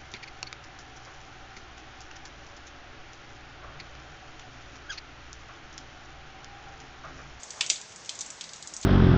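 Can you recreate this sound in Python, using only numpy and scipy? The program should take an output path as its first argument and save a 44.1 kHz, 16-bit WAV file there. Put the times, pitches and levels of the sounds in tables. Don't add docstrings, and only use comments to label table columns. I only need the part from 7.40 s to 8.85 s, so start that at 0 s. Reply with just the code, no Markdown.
import sys
import numpy as np
from scipy import signal
from scipy.io import wavfile

SR = 44100
rng = np.random.default_rng(int(sys.argv[2]) if len(sys.argv) > 2 else 0)


def int16_out(signal):
    q = np.round(np.clip(np.atleast_2d(signal).T, -1, 1) * 32767)
    wavfile.write(sys.argv[1], SR, q.astype(np.int16))


N = 63945

# start_s, knock_db, smack_db, spray_db, plink_hz
ROOF_DRIPS = [(0.0327,-53,-46,-38.5,6670), (0.1047,-60.5,-45.5,-36.5,4510), (0.2086,-22,-24.5,-25,3440),
              (0.2632,-52,-40,-33.5,6680), (.2945,-58,-43,-32,7530), (0.2997,-26,-21.5,-18.5,6920),
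              (.3587,-56,-37.5,-46,4300), (0.4135,-55,-50,-42.5,6990), (0.5206,-56.5,-66,-50.5,7100),
              (0.5597,-56,-55,-43.5,6770), (.6468,-58.5,-50,-49.5,6730), (0.6595,-57,-53,-46,7100),
              (0.6927,-39,-31.5,-32,4140), (0.754,-64,-53,-44,7300), (.7902,-55,-41.5,-36,7220),
              (0.8079,-51,-40.5,-32.5,6130), (0.8132,-56,-38.5,-34.5,6820), (0.862,-55,-55,-39.5,7030),
              (.9025,-53,-50.5,-36,5890), (1.0099,-41,-35.5,-36.5,4480), (1.0405,-53,-41,-43.5,4720),
              (1.0916,-62,-44.5,-50,6000), (1.1333,-49,-42.5,-41.5,7350), (1.1608,-58,-53,-45,6900),
              (1.2255,-63,-42.5,-43,7630), (1.273,-63,-45,-38,6700), (1.3377,-68,-47,-36,7060),
              (1.3652,-64,-48.5,-33.5,5900), (1.4128,-69,-56,-40,6400), (1.428,-47.5,-44,-42.5,7100),
              (1.432,-55,-40,-40,4250)]
# frequency_hz, relative_density_db
FAR_RAIN_SPECTRUM = [(25, -8), (55, -1.5), (170, 1), (260, -4.5), (500, -1), (800, 0.5), (1100, -2.5),
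                     (1650, -0.5), (2600, -5), (3700, -7.5), (4500, -3.5), (5500, -4), (6900, -1.5),
                     (7900, -9.5), (8600, -26.5)]
# time_s, gain_db
RAIN_STRENGTH = [(0, .5), (.2, 1.5), (.5, -1), (.8, .5), (1.1, -.5), (1.45, -0.5)]
# start_s, length_s, centre_hz, level_db
SOFT_BUMPS = [(0.156, 0.059, 940, -49.5), (0.207, 0.017, 1000, -43), (0.21, 0.049, 1500, -49.5),
              (0.304, .025, 538, -47), (.772, 0.039, 880, -58), (.774, .025, 480, -51),
              (1.302, 0.047, 300, -54), (1.367, 0.087, 55, -58.5)]

FAR_RAIN_DB, FLICKER_DB = -48.5, 1.0
PATTER_PER_S, PATTER_DB, PATTER_SPREAD_DB = 400, -59.5, 2
PATTER_RANGE_HZ, PATTER_DB_PER_OCTAVE, PATTER_T60_CYCLES = (905, 7970), 1, 9
THUD_HZ, KNOCK_HZ, SMACK_HZ, SPRAY_HZ = (680, 2000), (2110, 3450), (3236, 5250), (5660, 7850)
DRIP_GAIN_DB, BURST_T60_S = -1.5, 0.02
THUD_DB = -20.5
DROPLETS_DB, DROPLETS_T60_S, DROPLETS_PER_S = -5, 0.064, 1800
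PLINK_DB, PLINK_T60_S = -5, 0.015
WALL_DELAY_S, WALL_DB = 0.0052, -10.5
PATIO_T60_S, PATIO_BUILD_S, PATIO_DB = 0.28, 0.0031, -5


def from_db(db):
    return 10 ** (np.asarray(db) / 20)


def rms_one(x):
    return x / np.sqrt(np.mean(x ** 2) + 1e-20)


def band(x, edges_hz, order=3):
    return signal.sosfilt(signal.butter(order, edges_hz, "band", fs=SR, output="sos"), x + 1e-18)


def decay(t, t60):
    return np.exp(-np.log(1000) * t / t60)


def drift(rate_hz):
    hop, settle = 40, 2000
    pole = np.exp(-2 * np.pi * rate_hz * hop / SR)
    noise = rng.standard_normal(N // hop + settle + 2)
    slow = signal.lfilter([1], [1, -2 * pole, pole * pole], noise)[settle:]
    return np.interp(np.arange(N) / hop, np.arange(len(slow)), rms_one(slow))


def ring(clicks, hz, t60):
    r, w = decay(1 / SR, t60), 2 * np.pi * hz / SR
    return signal.lfilter([0, np.sin(w)], [1, -2 * r * np.cos(w), r * r], clicks + 1e-18)


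def add(out, sound, start_s):
    start = int(start_s * SR)
    out[start:start + len(sound)] += sound


def far_rain():
    edges_hz = 22 * 2 ** (np.arange(27) / 3)
    white = rng.standard_normal((2, N + SR // 2))
    hz, db = np.transpose(FAR_RAIN_SPECTRUM)
    out = 0
    for k, (low, high) in enumerate(zip(edges_hz, edges_hz[1:])):
        steady_db = np.interp(np.log(low * high) / 2, np.log(hz), db)
        gain = from_db(steady_db + FLICKER_DB * drift(rate_hz=17))
        out = out + gain * band(white[k % 2], (low, high), order=2)[-N:]
    return from_db(FAR_RAIN_DB) * rms_one(out)


def patter(pitches=24):
    sizes = from_db(PATTER_SPREAD_DB * np.minimum(rng.exponential(1, N), 3.5))
    signs = rng.choice([-1, 1], N)
    clicks = sizes * signs * (rng.random(N) < PATTER_PER_S / SR)
    pitch_index = rng.integers(0, pitches, N)
    ticks = 0
    for k, hz in enumerate(np.linspace(*PATTER_RANGE_HZ, pitches)):
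        tilt = from_db(PATTER_DB_PER_OCTAVE * np.log2(hz / PATTER_RANGE_HZ[0]))
        ticks = ticks + tilt * ring(clicks * (pitch_index == k), hz, PATTER_T60_CYCLES / hz)
    return from_db(PATTER_DB) * rms_one(ticks)


def drip(knock_db, smack_db, spray_db, plink_hz):
    t = np.arange(int(0.4 * SR)) / SR
    bands = (THUD_HZ, knock_db + THUD_DB), (KNOCK_HZ, knock_db), (SMACK_HZ, smack_db), (SPRAY_HZ, spray_db)
    reverb_shape = decay(t, PATIO_T60_S) * (1 - np.exp(-t / PATIO_BUILD_S))
    direct, reverb = 0, 0
    for edges_hz, db in bands:
        noise, sizes, diffuse = rng.standard_normal((3, len(t)))
        burst = rms_one(band(noise * decay(t, BURST_T60_S), edges_hz))
        landings = rng.random(len(t)) < DROPLETS_PER_S / SR
        droplets = rms_one(band(landings * sizes * decay(t, DROPLETS_T60_S), edges_hz))
        direct = direct + from_db(db) * (burst + from_db(DROPLETS_DB) * droplets)
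        reverb = reverb + from_db(db + PATIO_DB) * rms_one(band(diffuse, edges_hz) * reverb_shape)
    plink_db = max(knock_db, smack_db, spray_db) + PLINK_DB
    plink = from_db(plink_db) * rms_one(ring(t == 0, plink_hz, PLINK_T60_S))
    gain = from_db(DRIP_GAIN_DB) * np.sqrt(0.005 / t[-1])
    return gain * (direct + plink), gain * reverb


def leaking_roof():
    out = np.zeros(N + SR)
    for start_s, *colour in ROOF_DRIPS:
        direct, reverb = drip(*colour)
        add(out, direct + reverb, start_s)
        echo_s = start_s + WALL_DELAY_S * rng.uniform(0.85, 1.15)
        add(out, from_db(WALL_DB) * direct, echo_s)
    return out[:N]


def bumps(edge_ratio=1.37):
    out = np.zeros(N + SR)
    for start_s, length_s, hz, db in SOFT_BUMPS:
        n = int(length_s * SR)
        rustle = band(rng.standard_normal(SR // 2), (hz / edge_ratio, hz * edge_ratio), order=2)[-n:]
        swell = np.sin(np.linspace(0, np.pi, n))
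        add(out, from_db(db) * rms_one(rustle) * swell, start_s)
    return out[:N]


def scene():
    strength = from_db(np.interp(np.arange(N) / SR, *np.transpose(RAIN_STRENGTH)))
    return (leaking_roof() + bumps() + strength * (far_rain() + patter()))[None]


def record(dry):
    stop_hz, rejection_db = 9400, 62
    return signal.sosfilt(signal.cheby2(14, rejection_db, stop_hz, fs=SR, output="sos"), dry)


dry = scene()
out = record(dry)
int16_out(out)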